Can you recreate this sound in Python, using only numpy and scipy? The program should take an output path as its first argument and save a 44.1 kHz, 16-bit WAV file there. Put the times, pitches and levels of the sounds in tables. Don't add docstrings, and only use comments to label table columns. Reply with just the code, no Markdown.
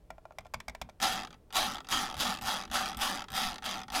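import sys
import numpy as np
from scipy import signal
from scipy.fft import rfft, irfft, next_fast_len
from scipy.io import wavfile

SR = 44100
rng = np.random.default_rng(int(sys.argv[2]) if len(sys.argv) > 2 else 0)


def waveform_to_disk(signal):
    frames = np.transpose(np.atleast_2d(signal))
    scaled = np.clip(frames, -1, 1) * 32767
    samples = np.round(scaled).astype(np.int16)
    wavfile.write(sys.argv[1], SR, samples)


N = 176400


def wheel():
    # first tick t/s, release t/s, last tick t/s, first rate f/Hz, last rate f/Hz,
    # friction/(Hz/s), level/dB, slip-off accent/dB
    flicks = [(1.001, 1.033, 1.2723, 105.6, 30.13, 946, -1, 7.5),
              (1.5261, 1.562, 1.8043, 116.4, 35.1, 952.3, -0.5, 7.5),
              (1.8875, 1.922, 2.1253, 113.8, 60.16, 1028, -1, 4),
              (2.1674, 2.207, 2.387, 98, 57.13, 1027, -0.5, 3),
              (2.4121, 2.475, 2.6518, 110.7, 54.26, 914, -0.5, 0),
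              (2.714, 2.751, 2.9463, 149, 51.25, 934.7, -1, 4.5),
              (2.9702, 3.022, 3.2408, 89.5, 37.42, 937.6, -1, 5),
              (3.3028, 3.369, 3.5823, 60.1, 28.5, 981, 0, 1),
              (3.641, 3.659, 3.8333, 187, 49.73, 831, -2, -0.5),
              (3.9206, 3.953, 4.18, 150.6, 39.93, 946, -2.5, 3)]
    notches = [(1.306, -13), (1.328, -15.5), (1.342, -20.5), (1.505, -18), (1.846, -19), (1.856, -31),
               (1.870, -12.5), (2.142, -5.5), (2.153, -8), (2.677, -19), (2.700, -14), (3.284, -10),
               (3.623, -10.5), (3.631, -9), (3.882, -9), (3.902, -6)]
    shell_modes = [(588, 45, 8.5), (768, 31.6, 17.5), (825, 21, 11), (868, 31, 13.5), (1186, 190, 7.5),
                   (1320.4, 69, 13), (1500, 18, 4), (1800, 140, 5), (2325, 75, 0), (2640, 80, 3.5),
                   (3318, 194, 7), (3805, 190, 5), (4820, 240, 7.5), (6030, 110, 7), (6610, 93, 4.5),
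                   (10430, 267, 10.5)]
    body_modes = [(198.2, -54.5, 0.25), (238.2, -58, 0.26), (308, -64.5, 0.14)]
    chatter_spectrum = [(200, -31.5), (450, -18.5), (750, -8), (1000, -9), (1300, -9.5), (1800, -9.5),
                        (2400, -9), (3300, -5.5), (4400, -10), (5500, -9.5), (7500, -16), (10000, -25.5),
                        (11300, -29), (13000, -30), (16000, -38)]
    clatter_spectrum = [(200, -40.5), (450, -14.5), (750, -6.5), (1000, -5.5), (1300, -5), (2000, -5),
                        (3300, -11.5), (4400, -17), (7000, -25.5), (16000, -45.5)]
    sizzle_spectrum = [(1000, -47), (2500, -9.5), (3400, -5.5), (5000, -7.5), (7500, -12), (10000, -13.5),
                       (11300, -16.5), (13000, -11), (16000, -26)]
    scuff_spectrum = [(500, -28), (2000, -13.5), (4200, -4), (8000, -5.5), (14000, -5.5), (16000, -23)]
    jitter_s, scatter_db = 0.00012, 1.17
    attack_s, chatter_decay_s, scuff_decay_s = 0.00024, 0.0023, 0.0041
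    knocks, chatter, clatter, sizzle, scuff = np.zeros((5, N))
    for s, db in np.vstack([flick(*row) for row in flicks] + [notches]):
        s += jitter_s * rng.standard_normal()
        gain = amp(db + scatter_db * rng.standard_normal())
        add(knocks, s, [gain])
        add(chatter, s, gain * burst(attack_s, chatter_decay_s))
        add(clatter, s, gain ** 0.67 * burst(attack_s=0.0019, decay_s=0.0053))
        add(sizzle, s, min(gain, gain ** 2.9) * burst(attack_s, chatter_decay_s))
        pushed = any(first - scuff_decay_s < s < release for first, release, *_ in flicks)
        add(scuff, s, pushed * np.sqrt(gain) * burst(attack_s, scuff_decay_s))
    crack = 0.2 * knocks
    shell = (amp(-4.5) * coloured(chatter + crack, chatter_spectrum, shell_modes)
             + amp(-7) * coloured(clatter, clatter_spectrum, shell_modes)
             + amp(-7.5) * coloured(sizzle, sizzle_spectrum, shell_modes))
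    body = signal.fftconvolve(knocks, ring(body_modes))[:N]
    return shell + body + amp(-16) * coloured(scuff, scuff_spectrum) + axle(knocks)


def flick(first, release, last, first_hz, last_hz, friction, db, accent_db):
    drag_per_s, accent_s = 2.4, 0.017
    db_per_octave, reference_hz, stall_hz = 3, 208, 40.12
    fraction = np.linspace(0, 1, 400)
    left_s = fraction * (last - release)
    friction_hz = friction / drag_per_s
    coast_hz = (last_hz + friction_hz) * np.exp(drag_per_s * left_s) - friction_hz
    notches_left = (coast_hz - last_hz - friction * left_s) / drag_per_s
    before_last_s = np.interp(np.arange(notches_left[-1]), notches_left, left_s)
    push_hz = first_hz + (coast_hz[-1] - first_hz) * fraction ** 2
    notches_passed = np.cumsum(push_hz) * (release - first) / len(fraction)
    progress = np.interp(np.arange(notches_passed[-1] - 0.5), notches_passed, fraction)
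    times = np.r_[first + progress * (release - first), last - before_last_s]
    rate = np.r_[np.interp(progress, fraction, push_hz), np.interp(before_last_s, left_s, coast_hz)]
    level = db + db_per_octave * np.log2(rate / reference_hz)
    level -= 0.5 * np.maximum(0, 1 - rate / stall_hz)
    level[:len(progress)] -= 5.5 * (1 - progress)
    level += accent_db * np.exp(-np.abs(times - release) / accent_s)
    level[0] += 3.5
    return np.c_[times, level]


def button():
    clicks = [(.1040, -33, -36.5), (.1818, -42.5, -58), (.2540, -37.5, -54.5), (.3082, -41.5, -71),
              (0.3213, -50, -54.5), (.3850, -33.5, -30), (0.407, -67, -49), (.4490, -62, -52),
              (.4560, -41.5, -55), (0.4655, -51, -48), (0.5379, -35.5, -28.5), (0.5415, -35, -24),
              (.5535, -50, -52), (0.602, -45, -32.5), (0.6819, -36.5, -27), (0.696, -50, -35),
              (0.7493, -40.5, -33.5), (0.8146, -36, -25.5), (.8200, -39, -33), (.8900, -41, -53),
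              (.8952, -53.5, -43.5)]
    button_modes = [(653, -2.5, 0.038), (733, -5, 0.025), (840, -6.5, .02), (1036, -13, 0.038),
                    (1373, -16, 0.055), (2380, -21.5, 0.026)]
    snap_spectrum = [(300, -22.5), (550, -1.5), (900, 0.5), (1600, -6.5), (2250, -0.5), (2900, -10.5),
                     (3500, -1), (4300, -13), (5100, -5), (7500, -8.5), (11000, -19.5), (13000, -16.5),
                     (16000, -28)]
    lid_spectrum = [(400, -14.5), (750, -3), (1000, 3), (1400, -6), (1800, -5.5), (2300, 2.5),
                    (2900, -13.5), (3500, -10), (6000, -20.5), (14000, -40.5)]
    thocks, snaps, lid = np.zeros((3, N))
    for s, thock_db, snap_db in clicks:
        add(thocks, s, amp(thock_db) * ring(button_modes))
        add(snaps, s, amp(snap_db + 20) * burst(attack_s=0.00054, decay_s=0.0026))
        add(lid, s, amp(snap_db + 22.5) * burst(attack_s=0.002, decay_s=0.0035))
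    low_cut = signal.butter(6, 580, "high", fs=SR, output="sos")
    return signal.sosfilt(low_cut, thocks) + coloured(snaps, snap_spectrum) + coloured(lid, lid_spectrum)


def fingertip():
    squeaks = [(2.421, -7), (2.438, -16), (2.97, -4), (2.987, -17), (3.318, -10)]
    squeak_spectrum = [(2000, -48), (7000, -17), (8400, -8), (10000, -26), (12200, -11), (14000, -11),
                       (15000, -28), (16000, -35)]
    slips = np.zeros(N)
    for s, db in squeaks:
        add(slips, s, amp(db) * burst(attack_s=0.002, decay_s=0.0031))
    return coloured(slips, squeak_spectrum)


def desk():
    thumps = [(.104, -52), (.385, -48.5), (0.538, -40.5), (0.683, -42.5), (.815, -40), (1.02, -48),
              (1.56, -47), (1.915, -41), (2.154, -35.5), (2.415, -37), (2.695, -38.5), (2.964, -40),
              (3.305, -38.5), (3.63, -49.5), (3.90, -43)]
    desk_spectrum = [(15, -16), (30, -7), (55, 7.5), (85, -7.5), (150, -5), (250, -8), (500, -58)]
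    t = np.arange(SR // 4) / SR
    push = np.zeros(N)
    for s, db in thumps:
        add(push, s, amp(db) * envelope(t, attack_s=0.0066, decay_s=0.033))
    return push * noise(desk_spectrum)


def axle(knocks):
    rumble_spectrum = [(20, -2.5), (35, -0.5), (70, -10), (130, -10.5), (250, -4.5), (450, -14),
                       (900, -43.5)]
    lag_s = 0.052
    power = signal.lfilter([1], [1, -np.exp(-1 / (lag_s * SR))], knocks)
    return amp(-54.5) * unit(np.sqrt(power)) * noise(rumble_spectrum)


def reflections(direct):
    near_decay = [(200, 0.046), (1000, 0.028), (2500, 0.029), (5000, 0.016), (14000, .012)]
    room_decay = [(200, .22), (1000, 0.25), (4000, .15), (14000, 0.027)]
    return amp(-10) * echoes(direct, near_decay) + amp(-19.5) * echoes(direct, room_decay)


def echoes(x, decay):
    wet, block = np.zeros(N), SR // 12
    for i in range(0, N, block):
        hz, t, bands = signal.stft(rng.standard_normal(SR // 5), SR, nperseg=128)
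        fade = np.exp(-np.log(1000) * t / along(decay, hz)[:, None])
        _, tail = signal.istft(bands * fade, SR)
        add(wet, i / SR, signal.fftconvolve(x[i:i + block], tail / np.linalg.norm(tail)))
    return wet


def room_air():
    air_spectrum = [(12, -33.5), (20, -1.5), (65, -5.5), (113, -12.5), (310, -20.5), (459, -19),
                    (513, -20.5), (1610, -38), (6910, -47.5), (8650, -47.5), (16000, -52)]
    return amp(-60) * noise(air_spectrum)


def amp(db):
    return 10 ** (np.asarray(db) / 20)


def unit(x):
    return x / np.sqrt(np.mean(x ** 2) + 1e-20)


def along(points, hz):
    f, values = np.transpose(points)
    return np.interp(np.log(hz + 1), np.log(f + 1), values)


def add(track, s, sound):
    i = max(0, round(s * SR))
    if i < N:
        track[i:i + len(sound)] += sound[:N - i]


def coloured(x, points, modes=()):
    size = 2 * next_fast_len(N // 2 + SR // 4)
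    hz = np.fft.rfftfreq(size, 1 / SR)
    lift = sum((amp(db) ** 2 - 1) / (1 + (2 * (hz - f) / width) ** 2) for f, width, db in modes)
    log_gain = np.log(amp(along(points, hz))) + np.log(np.abs(1 + lift)) / 2
    cepstrum = irfft(log_gain)
    cepstrum[1:size // 2] *= 2
    cepstrum[size // 2 + 1:] = 0
    return irfft(rfft(x, size) * np.exp(rfft(cepstrum)))[:N]


def noise(points):
    return unit(coloured(rng.standard_normal(N), points))


def ring(modes):
    t = np.arange(SR // 5) / SR
    return sum(amp(db) * np.exp(-np.log(1000) * t / t60) * np.sin(2 * np.pi * hz * t)
               for hz, db, t60 in modes)


def envelope(t, attack_s, decay_s):
    return (1 - np.exp(-t / attack_s)) * np.exp(-t / decay_s)


def burst(attack_s, decay_s):
    t = np.arange(1, SR // 30) / SR
    rattle = rng.standard_normal(len(t)) * envelope(t, attack_s, decay_s)
    return rattle / np.linalg.norm(rattle)


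def scene():
    mice = wheel() + fingertip() + button()
    return (mice + reflections(mice) + desk() + room_air())[None]


def record(dry):
    top_hz = 16100
    size = next_fast_len(N + SR // 2)
    passband = np.fft.rfftfreq(size, 1 / SR) < top_hz
    return irfft(rfft(dry, size) * passband, size)[:, :N]


dry = scene()
out = record(dry)
waveform_to_disk(out)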